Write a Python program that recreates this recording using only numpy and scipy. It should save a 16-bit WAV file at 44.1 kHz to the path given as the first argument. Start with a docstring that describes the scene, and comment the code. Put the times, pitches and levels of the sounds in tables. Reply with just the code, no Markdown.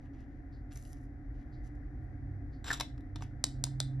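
"""Paper rustles softly, then a fountain pen rattles into its cap and clicks sharply three times.
The nib scrapes in quick tiny slips and the barrel knocks home, ringing the cap and the air inside it.
Each click is a hard blow of cap on barrel that leaves the barrel ringing for a moment.
Behind the pen, in a quiet room, are steady ventilation, a low swelling drone and a faint tick each second.
"""
import sys
import numpy as np
from scipy import signal
from scipy.fft import rfft, irfft
from scipy.io import wavfile

SR = 44100
rng = np.random.default_rng(int(sys.argv[2]) if len(sys.argv) > 2 else 0)


def file_out(sig):
    """Save sig as 16-bit WAV at sys.argv[1]."""
    # one column per channel
    cols = np.atleast_2d(sig).T
    # limit, then scale
    lim = np.clip(cols, -1, 1)
    pcm = np.round(lim * 32767).astype(np.int16)
    wavfile.write(sys.argv[1], SR, pcm)


N = 176400
HIT_T = np.arange(4096) / SR  # time axis of one hit, in seconds

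# tones at which the barrel rings: f/Hz, level/dB, time to fade by 60 dB/s
BARREL_TONES = [(3597, 3, 0.039), (3820, 3, 0.021), (5300, -12, 0.0072)]


def clicks(thud_db=-21.5):
    """The cap hits the barrel and bounces once; the barrel rings and the pen thuds in the hand."""
    # clicks: t/s, level/dB, tilt/dB per octave, barrel ring/dB, bounce delay/s, bounce/dB, left lean/dB
    blows = [(3.4404, -19.5, 0.96, -23, .0012, -15.5, 1), (3.6396, -23.5, 2, -17, .0018, -16, 1),
             (3.8024, -25.5, 0, -8.5, .002, -20, 2)]
    # tone colour of a click: f/Hz, level/dB
    spectrum = [(150, -8.5), (400, -15), (650, -3), (1000, -11.5), (1500, -9.5), (2600, -17), (3500, -6),
                (4300, -0.5), (5400, -2.5), (6100, -6), (7000, -2.5), (8550, 1.5), (9100, -7.5),
                (11000, -15), (12500, -24.5), (15500, -29.5)]
    out = np.zeros((2, N))
    for s, db, tilt_db, barrel_db, bounce_s, bounce_db, left_db in blows:
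        blow = bend(contact(chatter_db=-5, chatter_s=0.0013))
        add(blow, bounce_s, amp(bounce_db) * contact(chatter_db=6.5, chatter_s=0.0012))
        snap = unit_hit(colour(blow, spectrum, tilt_db))
        thud = amp(thud_db) * ring([(241, -1.8, 0.051), (406, -0.16, 0.022)])
        click = np.zeros(N)
        add(click, s, amp(db) * (snap + amp(barrel_db) * ring(BARREL_TONES) + thud))
        out += room(pan(click, left_db), wet_db=-13, apart=0.33)  # the pen moves: a new tail each time
    return out


def bend(blow, longest_s=0.001069, top_hz=10010):
    """A blow runs along the barrel as bending waves, and the low ones arrive later."""
    size = 2 * len(blow)
    hz = np.fft.rfftfreq(size, 1 / SR)
    delay = longest_s * np.maximum(1 - hz / top_hz, 0)
    phase = 2 * np.pi * np.cumsum(delay) * hz[1]
    return irfft(rfft(blow, size) * np.exp(-1j * phase))[:len(blow)]


def knocks():
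    """The pen rattles into the cap and settles in place."""
    # knocks: t/s, level/dB, tilt/dB per octave, cap ring/dB, nib ring/dB, air ring/dB, air pitch/Hz
    hits = [(2.6435, -45.5, -2, -4.5, -1.5, -17, 1663), (2.7047, -42.5, -1.5, -9.5, -5, 17.5, 1760),
            (2.7121, -38.5, 3, -2.5, -11, 12, 1640), (2.7148, -35.5, 0, -11, -12, 2, 1646),
            (2.7215, -56, 3, -19, -4, 5, 1750), (2.7287, -40, 3, -8.5, 3.5, -11, 1500),
            (2.7320, -35.5, 6, -7.5, -1, -7, 1340), (2.7392, -39.5, 3, 3, -3.5, -4.5, 1200),
            (2.7455, -43, 3.5, -4, -4.5, -7, 1100), (2.7735, -50, 2.5, -6, -8.5, -17, 1000),
            (2.7992, -33.5, 3, -2.5, -18.5, -5, 950), (2.8076, -31, 3, -9, -15.5, -1.5, 879.5),
            (2.8096, -33, -1, 0.5, -19, -4, 1080), (2.9785, -61, -1.5, -8, -18, -8, 1040),
            (3.0068, -72.5, 11, 2, -18, -4, 1000), (3.1587, -42.5, -2.5, -14, -18, -10, 1010),
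            (3.2088, -53, -10, -8, -11, 1, 1130), (3.2220, -41, -2.5, -17, -24, -8.5, 830),
            (3.6671, -50.5, -8, -12, -19, -5.5, 965)]
    out = np.zeros(N)
    for s, db, *shape in hits:
        add(out, s, amp(db) * knock(*shape))
    return out


def knock(tilt_db, cap_db, nib_db, hollow_db, hollow_hz, hollow_fade_s=0.024):
    """One plastic tap rings the cap, the nib and the air in the hollow of the cap."""
    # tone colour of the tap: f/Hz, level/dB
    spectrum = [(200, -13.5), (450, -4), (850, 3.5), (1500, 4.5), (2700, -1), (3700, 0.5), (4700, -4),
                (5500, 2.5), (6700, -6), (8500, -5.5), (10500, -15), (12500, -19.5), (14000, -27),
                (15500, -33)]
    # tones of the cap and of the nib: f/Hz, level/dB, time to fade by 60 dB/s
    cap_tones = [(3940, -4, 0.026), (3690, -2, 0.021), (5500, -12.5, 0.0023)]
    nib_tones = [(7370, 0.5, 0.029), (7400, -8.5, .015), (12200, -21, .015)]
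    tap = unit_hit(colour(contact(chatter_db=17, chatter_s=0.0023), spectrum, tilt_db))
    hollow = ring([(hollow_hz, 0, hollow_fade_s)])
    return tap + amp(cap_db) * ring(cap_tones) + amp(nib_db) * ring(nib_tones) + amp(hollow_db) * hollow


def scrape(slips_per_s=310, uneven=0.18, spread_db=2):
    """The nib stutters along the cap wall in quick uneven slips, each a tiny knock."""
    # strength of the slips: t/s, level/dB
    strength = [(2.646, -54.5), (2.660, -51), (2.676, -44), (2.700, -46.5), (2.745, -55), (2.760, -57),
                (2.785, -59.5)]
    times, levels = np.transpose(strength)
    slip_times = np.arange(times[0], times[-1], 1 / slips_per_s)
    out = np.zeros(N)
    for s, (late, size) in zip(slip_times, rng.standard_normal((200, 2))):
        slip = knock(tilt_db=-0.5, cap_db=-5.5, nib_db=-6, hollow_db=-9, hollow_hz=1660)
        db = np.interp(s, times, levels) + spread_db * size
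        add(out, s + late * uneven / slips_per_s, amp(db) * slip)
    return out


def pings():
    """Light bounces that only set the barrel ringing."""
    # bounces: t/s, level/dB
    bounces = [(3.1595, -53), (3.1678, -58.5), (3.8125, -44)]
    out = np.zeros(N)
    for s, db in bounces:
        add(out, s, amp(db) * ring(BARREL_TONES))
    return out


def paper(fade_s=0.0073, grain_db=4, grain_hz=500):
    """Hand and pen brush the paper with a grainy hiss; it crackles under nib and fingers."""
    # brush strokes: t/s, length/s, level/dB, tilt/dB per octave
    strokes = [(0, .08, -76, -10), (0.129, 0.12, -75.5, -9.5), (.28, .12, -83, -10),
               (0.704, .03, -66.5, -7), (0.728, 0.207, -68, 7), (0.937, .13, -81, 3.5),
               (1.34, 0.097, -79, -8), (1.634, 0.05, -73.5, -0.5), (1.745, 0.016, -80, 0),
               (2.02, 0.04, -90, 12.5), (3.173, 0.048, -73, -6), (3.214, 0.031, -61.5, -3)]
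    # crackles: t/s, level/dB, tilt/dB per octave
    crackles = [(.06, -67, -14), (0.171, -72, -14), (.205, -71, -2.5), (.23, -82, -11), (0.7098, -67, -7.5),
                (0.7209, -56.5, -6.5), (0.728, -58, 5), (0.7577, -51, 2), (.7615, -56, -10.5),
                (0.7726, -50, 2), (0.8248, -57, 2), (.8510, -57.5, -2), (0.9304, -54, 3), (0.97, -67, -8),
                (1.676, -68, 0)]
    # tone colour of the paper: f/Hz, level/dB
    spectrum = [(600, -19.5), (1800, -3), (3200, -3.5), (4400, -1), (6000, 4), (8000, 1.5), (10000, -1),
                (12500, -12), (13700, -25.5), (15500, -30)]
    out = np.zeros(N)
    hiss = unit_rms(rng.standard_normal(N) * amp(grain_db * wander(grain_hz)))
    for s, length, db, tilt_db in strokes:
        t = np.arange(0, length, 1 / SR)
        stroke = unit_rms(colour(hiss[round(s * SR):][:len(t)], spectrum, tilt_db))
        fade = np.clip(np.minimum(t, length - t) / fade_s, 0, 1)
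        add(out, s, amp(db) * stroke * fade)
    for s, db, tilt_db in crackles:
        crackle = colour(contact(chatter_db=12, chatter_s=0.0015), spectrum, tilt_db)
        add(out, s, amp(db) * unit_hit(crackle))
    return out


def ventilation():
    """Steady air noise, shaped by the room's resonances; its bass is nearly the same on both sides."""
    # tone colour of the noise: f/Hz, level/dB
    spectrum = [(15, -25.5), (30, -4.5), (47, 4), (72, -4.5), (100, -11.5), (132, -4), (160, -20.5),
                (200, -22), (250, -12.5), (287, -4), (325, -18.5), (440, -30.5), (590, -28.5), (640, -38.5),
                (710, -22.5), (900, -40), (1150, -41), (1500, -37), (1950, -35.5), (2300, -50),
                (2800, -64.5), (5500, -63), (10000, -68), (15000, -79.5)]
    # overall loudness: t/s, level/dB
    loudness = [(0, -45.5), (1.1, -45.5), (1.6, -43.5), (2.6, -44.5), (4, -44)]
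    # how alike left and right are: f/Hz, likeness (1 = the same)
    likeness = [(30, 0.93), (300, .98), (700, 0.41), (2000, 0.26), (6000, 1), (14000, 1)]
    # lean to the left: f/Hz, left over right/dB
    balance = [(60, 0), (110, -0.5), (200, -1), (380, 0.5), (700, -4.5), (1290, 5.5), (2380, 15.5),
               (4400, 7), (8120, 0), (15000, -3)]
    hz = np.fft.rfftfreq(N, 1 / SR)
    left, other = rfft(rng.standard_normal((2, N))) * amp(read(spectrum, hz))
    same = read(likeness, hz)
    right = same * left + np.sqrt(1 - same ** 2) * other
    lean = amp(read(balance, hz) / 2)
    noise = unit_rms(irfft(np.array([left * lean, right / lean]), N))
    return noise * amp(np.interp(np.arange(N) / SR, *np.transpose(loudness)))


def drone(waver=0.01184, flutter_db=1.0):
    """Two low tones swell and waver, each with a weak tone an octave above it."""
    # paths of the upper and the lower tone: t/s, f/Hz, level/dB
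    upper = [(1.95, 120, -56), (2.25, 132, -46), (2.42, 136, -59.5), (2.7, 124, -58.5), (3.2, 130, -48.5),
             (3.39, 127, -56), (3.62, 131, -39), (3.8, 132, -37), (4, 133, -37.5)]
    lower = [(1.85, 85, -56.5), (2.15, 93.2, -49.5), (2.35, 98.2, -41.5), (2.55, 101.7, -51.5),
             (2.87, 100, -61), (3.18, 98, -43), (3.4, 99.6, -54), (4, 108.1, -50.5)]
    t = np.arange(N) / SR
    out = np.zeros(N)
    for path, octave_db in [(upper, -18.5), (lower, -26)]:
        times, hz, db = np.transpose(path)
        pitch = np.interp(t, times, hz) * (1 + waver * wander(rate_hz=15.5))
        phase = 2 * np.pi * np.cumsum(pitch) / SR
        level = amp(np.interp(t, times, db) + flutter_db * wander(rate_hz=8.8))
        out += np.sqrt(2) * level * (np.sin(phase) + amp(octave_db) * np.sin(2 * phase))
    return out


def ticking(first_s=0.519, every_s=1, peak_db=-75, rise_s=0.021):
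    """A far tick, blurred by the room into a soft puff of noise."""
    # tone colour of the tick: f/Hz, level/dB
    spectrum = [(2000, -27), (3600, -7.5), (4600, 2.5), (5600, -11), (9000, -29), (14000, -33)]
    age = (np.arange(N) / SR - first_s) % every_s / rise_s  # 1 at the peak of each tick
    noise = unit_rms(colour(rng.standard_normal(N), spectrum))
    return amp(peak_db) * age * np.exp(1 - age) * noise


def room(x, wet_db, apart, onset_s=0.0032):
    """The room adds two near echoes and a short tail; `apart` makes the tail wider."""
    # how long the tail lasts: f/Hz, time to fade by 60 dB/s
    fade_times = [(200, .3), (1000, 0.15), (3600, 0.24), (8000, 0.25), (14000, 0.16)]
    # tone colour of the tail: f/Hz, level/dB
    spectrum = [(200, 6.5), (1200, 2.5), (2400, 3.5), (3700, 2), (6200, -4.5), (9000, -5), (14000, -1)]
    # echoes from nearby surfaces: delay/s, level/dB
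    echoes = [(0.0116, -22.5), (0.026, -26)]
    shared, side = rng.standard_normal((2, SR // 2))
    noise = np.array([shared + apart * side, shared - apart * side])
    hz, t, bands = signal.stft(noise, SR, nperseg=256)
    bands *= amp(read(spectrum, hz)[:, None] - 60 * t / read(fade_times, hz)[:, None])
    tail = signal.istft(bands, SR, nperseg=256)[1]
    tail *= np.minimum(np.arange(tail.shape[1]) / SR / onset_s, 1) ** 2
    tail *= amp(wet_db) / np.linalg.norm(tail[0])
    for s, db in echoes:
        tail[:, round(s * SR)] += amp(db)
    return x + signal.fftconvolve(x, tail, axes=1)[:, :N]


def contact(chatter_db, chatter_s):
    """Two surfaces meet: one sharp spike, then a brief chatter as they touch."""
    envelope = np.exp(-HIT_T / chatter_s) * (1 - np.exp(-2 * HIT_T / chatter_s))
    chatter = unit_hit(rng.standard_normal(len(HIT_T)) * envelope)
    spike = unit_hit(1. * (HIT_T == 0))
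    return spike + amp(chatter_db) * chatter


def ring(tones):
    """A struck part rings as dying sine waves, given as f/Hz, level/dB, time to fade by 60 dB/s."""
    waves = (amp(db - 60 * HIT_T / fade_s) * np.sin(2 * np.pi * hz * HIT_T) for hz, db, fade_s in tones)
    return unit_hit(sum(waves))


def colour(x, spectrum, tilt_db=0):
    """Gives a sound a tone colour; a positive tilt, in dB per octave, makes it brighter."""
    hz = np.fft.rfftfreq(len(HIT_T), 1 / SR)
    octaves = np.log2(np.maximum(hz, 500) / 4000)
    log_gain = np.log(amp(read(spectrum, hz) + tilt_db * octaves))
    mirrored = np.concatenate([log_gain, log_gain[-2:0:-1]])
    response = np.fft.ifft(np.exp(np.conj(signal.hilbert(mirrored)))).real  # no sound ahead of a hit
    return signal.fftconvolve(x, response)[:len(x)]


def wander(rate_hz):
    """Smooth random drift with a typical size of 1."""
    hz = np.fft.rfftfreq(N, 1 / SR)
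    return unit_rms(irfft(rfft(rng.standard_normal(N)) * np.exp(-(hz / rate_hz) ** 2), N))


def amp(db):
    """Turns decibels into a gain."""
    return 10 ** (np.asarray(db) / 20)


def unit_rms(x):
    """Scales a sound to an average strength (rms) of 1."""
    return x / np.sqrt(np.mean(x ** 2) + 1e-30)


def unit_hit(x, samples=88):
    """Scales a hit to the energy of 2 ms of sound at rms 1."""
    return x * np.sqrt(samples / (np.sum(x ** 2) + 1e-30))


def read(table, hz):
    """Reads between the rows of a table, with frequency spaced by octaves."""
    f, value = np.transpose(table)
    return np.interp(np.log(hz + 1), np.log(f + 1), value)


def add(mix, s, sound):
    """Mixes a sound in, starting at s seconds."""
    part = mix[max(round(s * SR), 0):][:len(sound)]
    part += sound[:len(part)]


def pan(x, left_db):
    """Makes two channels, the left one louder by left_db."""
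    return x * amp([[left_db / 2], [-left_db / 2]])


def scene():
    """Pen and paper in the room, over the quiet background."""
    pen = clicks() + room(pan(knocks() + scrape() + pings(), left_db=1.6), wet_db=-11, apart=0.72)
    hum = pan(drone(), left_db=-2.76)
    rustle = room(pan(paper(), left_db=1.3), wet_db=-7.5, apart=0.17)
    return pen + rustle + ventilation() + hum + ticking()


def record(dry, top_hz=15800):
    """The microphone's two openings are out of step in the treble, and the highest treble is cut."""
    # how far the left opening is ahead of the right: f/Hz, phase/rad
    phase_lead = [(500, 0), (1600, -.1), (3200, .7), (4700, .3), (5800, -1), (7000, -1.8), (8450, -3.14),
                  (9700, -4.4), (12000, -6.2), (13500, -7.1), (15400, -8.8)]
    hz = np.fft.rfftfreq(2 * N, 1 / SR)
    lead = np.interp(hz, *np.transpose(phase_lead), left=0)
    pair = irfft(rfft(dry, 2 * N) * np.exp(1j * np.array([lead, -lead]) / 2))[:, :N]
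    lowpass = signal.firwin(511, top_hz, window=("kaiser", 9), fs=SR)
    return signal.oaconvolve(pair, lowpass[None], "same")


dry = scene()
out = record(dry)
file_out(out)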